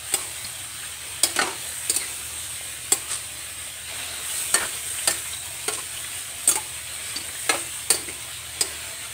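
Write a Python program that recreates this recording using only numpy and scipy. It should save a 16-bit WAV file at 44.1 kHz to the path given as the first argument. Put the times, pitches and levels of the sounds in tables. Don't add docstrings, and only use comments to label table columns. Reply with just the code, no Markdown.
import sys
import numpy as np
from scipy import signal
from scipy.fft import rfft, irfft, next_fast_len
from scipy.io import wavfile
from scipy.ndimage import uniform_filter1d, minimum_filter1d, map_coordinates

SR = 44100
rng = np.random.default_rng(int(sys.argv[2]) if len(sys.argv) > 2 else 0)


def file_out(sig):
    cols = np.atleast_2d(sig).T
    lim = np.clip(cols, -1, 1)
    pcm = np.round(lim * 32767).astype(np.int16)
    wavfile.write(sys.argv[1], SR, pcm)


N = 402633

# (time [s], pan knock [dB], handle clank [dB], bowl clink [dB], snap [dB], free ringing [dB],
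# pan tones [Hz], handle tones [Hz], bowl tones [Hz], rebound delay [s]); strongest tone first
BLOWS = [(0.1224, -39, -41, -31, -42, -1, (790, 382), (4462,), (8200, 8780), 0.006),
         (0.1387, -25, -28, -17.5, -22.5, -1, (382, 2835, 810, 2287, 1070), (5000, 3500, 3300),
         (7978, 8200, 8537, 8780), 0.0077), (0.444, -43, -33, -40, -50, 4, (184, 110, 2400),
         (4150, 4330, 5000), (9000,), 0.0043), (1.2331, -21, -14.5, -10, -18, -2.5, (623, 2285, 308, 734),
         (5040, 4651, 3300, 5330), (7725, 8850, 9210, 6842, 10777), 0.0036),
         (1.3607, -25, -28.5, -25.5, -46, -13, (1980, 660), (4660, 3400), (8570, 10000), 0.0046),
         (1.3885, -16.5, -27, -38, -46, 2.5, (1477, 1345, 1840, 1238, 607, 816), (4300, 4600), (7600,),
         0.0038), (1.4145, -20.5, -27, -35, -48, -4, (1260, 730, 270), (4200, 4300), (7600,), 0.005),
         (1.8964, -32, -25.5, -17, -24.5, 0, (345, 457, 2217), (5000, 4420, 4645, 4850, 5071),
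         (8957, 8650, 6852, 8182), 0.0072), (1.944, -42, -35, -28, -29, -4, (2570,), (4500,), (9200, 8957),
         0.0046), (1.9623, -34.5, -28.5, -19.5, -26, -4, (2570, 320), (4500, 5800), (8700, 9200, 8350),
         0.0027), (2.92, -24, -24, -11.5, -17.5, 1.5, (800, 2060, 424, 320, 2450, 1060),
         (4700, 3420, 4470, 6793), (7687, 8338, 8177, 8510, 10443), 0.0056),
         (4.541, -19.5, -21.5, -14.5, -30, 0.5, (1784, 1387, 1170, 2150), (4440, 5730, 4300, 6551),
         (8850, 8699, 8478, 7751), 0.016), (5.074, -20.5, -21, -16.5, -25.5, -3.5, (1805, 652, 806, 1320),
         (4800, 4317), (8613, 7617, 8371, 8860), 0.0058), (5.109, -42, -34, -26.5, -27.5, -4, (1100, 890),
         (5300, 4500), (7600, 7600), 0.0052), (5.68, -23.5, -28, -24, -31, -1.5, (431, 725, 1404, 2040),
         (4500, 6700, 3240), (8500, 9400), 0.0073), (6.4754, -28, -29, -8.5, -26, -0.5, (710, 290, 570),
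         (4462, 3439), (8200,), 0.0049), (6.4903, -29.5, -32, -14, -19.5, 0, (1386, 2594), (3439, 3900),
         (9808, 9673, 7504, 6815, 15105), 0.005), (6.513, -30.5, -28.5, -21.5, -33, -4, (1215,),
         (4600, 3439), (6500, 6400, 9300), 0.0053), (6.555, -28, -36, -21.5, -29, -5, (2200, 390), (4600,),
         (9100, 8354, 8000), 0.005), (7.159, -36, -26.5, -36, -58, -2, (2000, 290), (4600, 4560), (8000,),
         0.0049), (7.205, -48, -39, -46, -60, 4, (240,), (4400,), (8630,), 0.0064),
         (7.4928, -15.5, -21, -20.5, -31, 3, (2132, 1684, 1305, 2560, 812, 470),
         (4166, 3430, 3820, 2930, 5927), (8850, 8850, 8600, 9630), 0.0093),
         (7.541, -26.5, -40, -42, -55, 3, (1305, 560), (4166,), (8473,), 0.012),
         (7.9025, -21, -18, -11, -17, -2, (453, 1800, 350, 1383, 780), (4451, 4640, 4855, 4270, 6551, 6809),
         (8990, 8371, 8597, 7606), 0.017), (7.943, -33, -29, -31, -32, 1, (370, 610), (4700, 4450),
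         (9400, 6400), 0.005), (8.609, -28, -21.5, -17, -26.5, -1, (432, 344, 1043, 806), (4900, 5100),
         (8188, 8000, 7197), 0.0031)]
# (frequency [Hz], level [dB], t60 [s])
WOK_MODES = [(285, -12.5, 0.24), (337.5, 2.5, 0.46), (375, 5, 0.2), (428, 0, 0.19), (522, -1, 0.26),
             (648.4, 6, 0.11), (694, -39.5, 0.11), (781, -4, 0.29), (854, -13, 0.051), (1089, 8, 0.16),
             (1300, -19, 0.042), (1350, 13, 0.066), (1370, -22.5, 0.081), (1500, 2, 0.04),
             (1940, 15.5, 0.019), (2246, 12.5, 0.062)]
# (frequency [Hz], density [dB])
GRIT_SPECTRUM = [(100, -60), (400, -50), (1200, -3.5), (3500, 1), (5300, -0.5), (7000, -0.5), (8600, 11.5),
                 (10500, -3), (15500, -30)]

SIMMER_JUICE_DB, SIMMER_OIL_DB = -39.5, -39.5


def frying():
    # (frequency [Hz], density [dB])
    juice_spectrum = [(150, -19.5), (300, -6), (520, -8), (650, -2), (780, -6.5), (1000, -5.5),
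                      (1600, -1.5), (2450, 1.5), (3200, 1.5), (4100, -0.5), (4800, -7.5), (6000, -8.5),
                      (8000, -12.5), (13000, -19.5)]
    oil_spectrum = [(2000, -34), (5000, -18), (6500, -12.5), (7400, -7.5), (8000, -2.5), (8500, 2),
                    (9100, -3), (10000, -8), (11500, -14), (15000, -15.5)]
    spray_spectrum = [(6000, -13), (9500, -14), (11000, -5), (12500, -11), (14000, -1), (15500, 3.5)]
    juice_db, oil_db = flares()
    spray_db = SIMMER_OIL_DB - 9 + 0.95 * (oil_db - SIMMER_OIL_DB)
    flutter_db = 0.6 * wobble(rate_hz=22)
    juice = patchy(coloured(pops(N, per_s=6000, spread_db=2.0), juice_spectrum), depth_db=1.67)
    oil = patchy(coloured(pops(N, per_s=17000, spread_db=3.5), oil_spectrum), depth_db=1.4)
    spray = patchy(coloured(pops(N, per_s=14000, spread_db=1.0), spray_spectrum), depth_db=1.4)
    sizzle = amp(juice_db) * juice + amp(oil_db) * oil + amp(spray_db) * spray
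    return wok_reflections(amp(flutter_db) * sizzle, echo_db=-10.0, t60_s=0.049)


def flares():
    # (time [s], swell [s], juice before trim [dB], oil [dB], drying [dB/s])
    turns = [(0.0, 0.087, -41, -36.5, 6), (0.85, 0.45, -40.5, -46, 11), (1.48, 0.21, -45.5, -34.5, 4.5),
             (3.86, 0.032, -32.5, -39.5, 6.5), (4.12, 0.26, -37, -28.5, 14.5), (4.7, 0.23, -50, -35.5, 3.5),
             (5.85, 0.15, -40, -37.5, 10.5), (6.8, 0.3, -37.5, -41, 18), (7.2, 0.26, -41.5, -33.5, 16),
             (8.6, 0.086, -38.5, -41, 8)]
    juice_trim_db = -3.5
    t = np.arange(N) / SR
    juice_power, oil_power = amp(SIMMER_JUICE_DB) ** 2, amp(SIMMER_OIL_DB) ** 2
    for time_s, swell_s, juice_db, oil_db, drying_db_per_s in turns:
        swell = np.clip((t - time_s) / swell_s, 0, 1)
        wetness = swell * amp(-drying_db_per_s * np.maximum(t - time_s - swell_s, 0))
        juice_power += (amp(juice_db + juice_trim_db) * wetness) ** 2
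        oil_power += (amp(oil_db) * wetness) ** 2
    return 10 * np.log10(juice_power), 10 * np.log10(oil_power)


def patchy(x, depth_db):
    bins = signal.stft(x, nperseg=512)[2]
    field = uniform_filter1d(rng.standard_normal(bins.shape), 5, axis=0)
    field = uniform_filter1d(field, 10, axis=1)
    return unit(signal.istft(bins * amp(depth_db * unit(field)), nperseg=512)[1][:N])


def wok_reflections(x, echo_db, t60_s):
    t, hop = np.arange(SR // 30) / SR, SR // 5
    envelope = amp(-60 * t / t60_s) * (1 - np.exp(-t / 0.0026))
    window = np.sqrt(np.hanning(2 * hop))
    echo = np.zeros(N)
    for start in range(0, N, hop):
        response = rng.standard_normal(len(t)) * envelope
        response /= np.linalg.norm(response)
        part = x[start:start + 2 * hop]
        add(echo, start / SR, signal.fftconvolve(part * window[:len(part)], response))
    return x + amp(echo_db) * echo


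def blows():
    # (frequency [Hz], level [dB], t60 [s])
    spoon_modes = [(3400, 9, 0.053), (4260, 5, 0.11), (4455, 8, 0.11), (4650, 5, 0.09), (4990, 0, 0.07),
                   (6820, 6, 0.08), (7510, 6, 0.07), (7720, 8, 0.05), (8350, 11, 0.06), (8840, 7, 0.06),
                   (9670, 2, 0.07), (9810, 2, 0.07)]
    # (frequency [Hz], density [dB])
    knock_spectrum = [(40, -74), (100, -53), (170, -5.5), (240, -3.5), (330, 7.5), (600, 0.5), (780, 5),
                      (1000, 1.5), (1400, -1.5), (2200, 2.5), (3000, 3), (5000, -14.5), (9000, 0),
                      (14000, -40)]
    clank_spectrum = [(1500, -9), (2600, -12), (3500, 11), (4500, 18.5), (5000, 12), (5400, 13.5),
                      (6500, 12.5), (9000, -67)]
    clink_spectrum = [(4000, -25), (6000, -21), (7200, -1.5), (8000, -0.5), (8800, 3.5), (9700, -2),
                      (11000, -8), (13000, -9), (15500, -96)]
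    snap_spectrum = [(6000, -8.5), (9500, -10), (11000, -0.5), (12500, -7), (14000, -1), (15500, 4)]
    handle_modes = [mode for mode in spoon_modes if mode[0] < 6000]
    bowl_modes = [mode for mode in spoon_modes if mode[0] >= 6000]
    out, t = np.zeros(N), np.arange(SR // 4) / SR
    for time_s, knock_db, clank_db, clink_db, snap_db, free_db, *tones_hz, rebound_s in BLOWS:
        pan_hz, handle_hz, bowl_hz = tones_hz
        knock = clang(t, knock_spectrum, WOK_MODES, pan_hz, free_db - 0.5, rebound_s, t60_s=0.1)
        clank = clang(t, clank_spectrum, handle_modes, handle_hz, free_db + 5, rebound_s, t60_s=0.0805)
        clink = clang(t, clink_spectrum, bowl_modes, bowl_hz, free_db + 3, rebound_s, t60_s=0.0714)
        snap = rebounds(contact(t, snap_spectrum, t60_s=0.11), rebound_s)
        add(snap, 0, amp(-4.5) * contact(t, GRIT_SPECTRUM, t60_s=0.0083))
        spoon = amp(clank_db) * clank + amp(clink_db) * clink + amp(snap_db) * snap
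        add(out, time_s, kitchen(amp(knock_db) * knock, wet_db=-9.5) + kitchen(spoon, wet_db=-16.5))
    return out


def clang(t, spectrum, modes, spot_hz, spot_db, rebound_s, t60_s):
    step_db, rise_s = -1.9, 0.002
    metal = amp(-9) * unit_onset(ring(modes, t, scatter_db=2.5))
    sound = rebounds(unit_onset(contact(t, spectrum, t60_s) + metal), rebound_s)
    spot_modes = [(hz, step_db * rank, 0.77 * t60_s) for rank, hz in enumerate(spot_hz)]
    tones = ring(spot_modes, t, scatter_db=1) * (1 - np.exp(-t / rise_s))
    add(sound, 0, amp(spot_db) * unit_onset(tones))
    return sound / np.sqrt(1 + amp(spot_db) ** 2)


def contact(t, spectrum, t60_s):
    envelope = amp(-60 * t / t60_s) * (1 - np.exp(-t / 0.000057))
    return unit_onset(coloured(envelope * rng.standard_normal(len(t)), spectrum))


def ring(modes, t, scatter_db):
    hz, db, t60_s = np.transpose(modes)[:, :, None]
    level_db = db + scatter_db * rng.standard_normal(hz.shape)
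    sign = rng.choice([-1, 1], hz.shape)
    partials = sign * amp(level_db - 60 * t / t60_s) * np.cos(2 * np.pi * hz * t)
    return partials.sum(axis=0) * (1 - np.exp(-t / 0.00082))


def rebounds(x, rebound_s):
    loss_db, fade_db_per_s = 5, 308
    delays_s = np.array([0, 1, 2.85]) * rebound_s
    forces = amp(-loss_db * np.arange(3) - fade_db_per_s * delays_s)
    out = np.zeros(SR // 2)
    for delay_s, force in zip(delays_s, forces / np.linalg.norm(forces)):
        add(out, delay_s, force * x)
    return out


def scrapes():
    # (time [s], length [s], pan rumble [dB], grit [dB],
    # squeal pitch [Hz], squeal level [dB], sag [octaves/s], squeal width [Hz])
    drags = [(0.161, 0.17, -43, -42, 1080, -53, 1, 80), (1.412, 0.165, -35.5, -42, 1040, -41, 1.2, 120),
             (1.985, 0.075, -54, -50, 4300, -42, 0, 200), (1.997, 0.075, -47, -42, 2250, -38.5, 3, 160),
             (2.075, 0.09, -48, -44, 2800, -49, 4, 200), (3.08, 0.115, -46, -31, 1260, -44.5, 0.6, 110),
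             (4.55, 0.045, -33, -53, 1830, -30, 0.3, 50), (4.595, 0.075, -33, -50, 1550, -33, 3, 500),
             (5.09, 0.041, -38.5, -31, 1830, -41, 0.5, 60), (5.724, 0.045, -43, -31, 3200, -42, 0, 700),
             (5.772, 0.045, -40, -38, 1040, -43, 1, 100), (6.568, 0.028, -50, -50, 885, -32, 0.8, 8),
             (7.52, 0.052, -33, -47, 800, -39, 2, 120), (7.172, 0.078, -55, -56, 330, -51, 0, 40),
             (7.965, 0.1, -52, -50, 350, -46, 0, 30), (8.078, 0.04, -48, -39, 350, -41, 0.3, 70),
             (8.628, 0.06, -50, -48, 390, -45, 0.3, 40)]
    out = np.zeros(N)
    for time_s, knock_db, clank_db, clink_db, *_ in BLOWS:
        skid = stroke(length_s=0.084, pan_db=knock_db - 23, grit_db=clink_db - 30.5,
                      squeal_hz=4340, squeal_db=clank_db - 30, sag_oct_per_s=0, width_hz=500)
        add(out, time_s + 0.02, skid)
    for time_s, *drag in drags:
        add(out, time_s, stroke(*drag))
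    return out


def stroke(length_s, pan_db, grit_db, squeal_hz, squeal_db, sag_oct_per_s, width_hz):
    # (frequency [Hz], density [dB])
    drag_spectrum = [(40, -67), (100, -40), (170, -24), (250, -16), (350, -5), (560, 3), (780, 1.5),
                     (1000, 5), (1400, 1.5), (2200, -1.5), (3000, -0.5), (5000, -11), (9000, -14),
                     (14000, -23)]
    t, size = np.arange(SR // 4) / SR, int(length_s * SR)
    progress = np.linspace(0, 1, size)
    pressure = np.sqrt(progress * (1 - progress)) * (1 - 0.8 * progress)
    grip = unit(pressure * catches(size, per_s=140, depth_db=2.5))
    slips = np.pad(grip * pops(SR // 2, per_s=3600, spread_db=3)[:size], (0, len(t)))
    damped_ring = ring(WOK_MODES, t, scatter_db=4) * amp(-60 * t / 0.07)
    metal = signal.fftconvolve(slips, damped_ring)[:len(slips)]
    pan = unit(unit(coloured(slips, drag_spectrum)) + 0.6 * unit(metal))
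    grit = unit(coloured(slips, GRIT_SPECTRUM))
    sound = (amp(pan_db) * pan + amp(grit_db) * grit) * np.sqrt(size / len(slips))
    add(sound, 0, amp(squeal_db) * grip * squeal(size, squeal_hz, sag_oct_per_s, width_hz))
    return sound


def catches(size, per_s, depth_db):
    bite = map_coordinates(rng.standard_normal(SR // 100), [np.arange(size) * per_s / SR])
    return amp(depth_db * np.clip(bite, -1.5, 1.5))


def squeal(size, hz, sag_oct_per_s, width_hz):
    pitch_hz = hz * 2 ** (-sag_oct_per_s * np.arange(size) / SR)
    jitter_rad = np.sqrt(2 * np.pi * width_hz / SR) * rng.standard_normal(SR // 2)[:size]
    return unit(np.sin(np.cumsum(2 * np.pi * pitch_hz / SR + jitter_rad)))


def squelches():
    # (time [s], level [dB], pitch [Hz])
    presses = [(0.832, -40, 1720), (2.61, -43, 720), (3.881, -53, 2860), (4.986, -32, 2930),
               (5.332, -33.5, 3840), (5.971, -34.5, 3100), (6.045, -38, 2320), (7.286, -37, 2000),
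               (7.351, -38, 1770), (8.082, -34.5, 2150)]
    cluster_t60_s, pop_t60_s = 0.038, 0.0093
    out, t = np.zeros(N), np.arange(SR // 8) / SR
    for time_s, db, hz in presses:
        cluster = pops(len(t), per_s=2700, spread_db=9.0) * amp(-60 * t / cluster_t60_s)
        resonance = amp(-60 * t / pop_t60_s) * np.sin(2 * np.pi * hz * t)
        add(out, time_s, amp(db) * unit_onset(signal.fftconvolve(cluster, resonance)[:len(t)]))
    return out


def hum():
    # (frequency [Hz], level [dB])
    hum_tones = [(77, -55.5), (119.5, -58.5)]
    # (frequency [Hz], density [dB])
    rumble_spectrum = [(20, -35), (45, -20), (62, -10), (78, -3), (95, 1), (125, -3), (170, -10.5),
                       (260, -19), (500, -52)]
    tones, t = np.zeros(N), np.arange(N) / SR
    for hz, db in hum_tones:
        gain = amp(db + 1.8 * wobble(rate_hz=4))
        tones += gain * unit(np.sin(2 * np.pi * hz * t + 0.62 * wobble(rate_hz=7)))
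    return tones + amp(-54.0) * unit(coloured(rng.standard_normal(N), rumble_spectrum))


def kitchen(x, wet_db):
    # (frequency [Hz], t60 [s])
    room_t60 = [(200, 0.6), (1000, 0.25), (5000, 0.5), (14000, 0.7)]
    predelay_s = 0.006
    hz, t, bins = signal.stft(rng.standard_normal(SR // 2), SR, nperseg=256)
    tail = signal.istft(bins * amp(-60 * t / along(room_t60, hz)[:, None]), SR, nperseg=256)[1]
    echo = signal.fftconvolve(np.pad(x, (round(predelay_s * SR), 0)), tail / np.linalg.norm(tail))
    return x + amp(wet_db) * echo[:len(x)]


def pops(size, per_s, spread_db):
    happens = rng.random(size) < per_s / SR
    sign = rng.choice([-1, 1], size)
    return unit(happens * sign * amp(spread_db * np.clip(rng.standard_normal(size), -3, 3)))


def coloured(x, spectrum):
    size = 4096
    cepstrum = irfft(np.log(amp(along(spectrum, np.fft.rfftfreq(size, 1 / SR)))))
    cepstrum[1:size // 2] *= 2
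    cepstrum[size // 2 + 1:] = 0
    return signal.fftconvolve(x, irfft(np.exp(rfft(cepstrum))))[:len(x)]


def along(points, hz):
    knots_hz, values = np.transpose(points)
    return np.interp(np.log(hz + 1), np.log(knots_hz), values)


def wobble(rate_hz):
    knots = rng.standard_normal(int(N * rate_hz / SR) + 4)
    return map_coordinates(knots, [np.arange(N) * rate_hz / SR])


def amp(db):
    return 10 ** (np.asarray(db) / 20)


def unit(x):
    return x / np.sqrt(np.mean(x ** 2) + 1e-20)


def unit_onset(x):
    return x / np.sqrt(np.mean(x[:SR // 100] ** 2))


def add(track, time_s, sound):
    part = track[round(time_s * SR):][:len(sound)]
    part += sound[:len(part)]


def limiter(x, ceiling_db, ahead_s):
    rms = np.sqrt(np.abs(uniform_filter1d(x[0] ** 2, SR // 200)))
    needed_gain = np.minimum(1, amp(ceiling_db) / (rms + 1e-9))
    size = int(ahead_s * SR)
    return x * uniform_filter1d(minimum_filter1d(needed_gain, size + SR // 100), size)


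def scene():
    mix = blows() + kitchen(scrapes() + squelches(), wet_db=-6.0) + frying() + hum()
    return np.array([mix, mix])


def record(dry):
    top_hz = 15650
    size = next_fast_len(N + SR // 2)
    hz = np.fft.rfftfreq(size, 1 / SR)
    limited = limiter(dry, ceiling_db=-10.5, ahead_s=0.022)
    return irfft(rfft(limited, size) * (hz < top_hz), size)[:, :N]


dry = scene()
out = record(dry)
file_out(out)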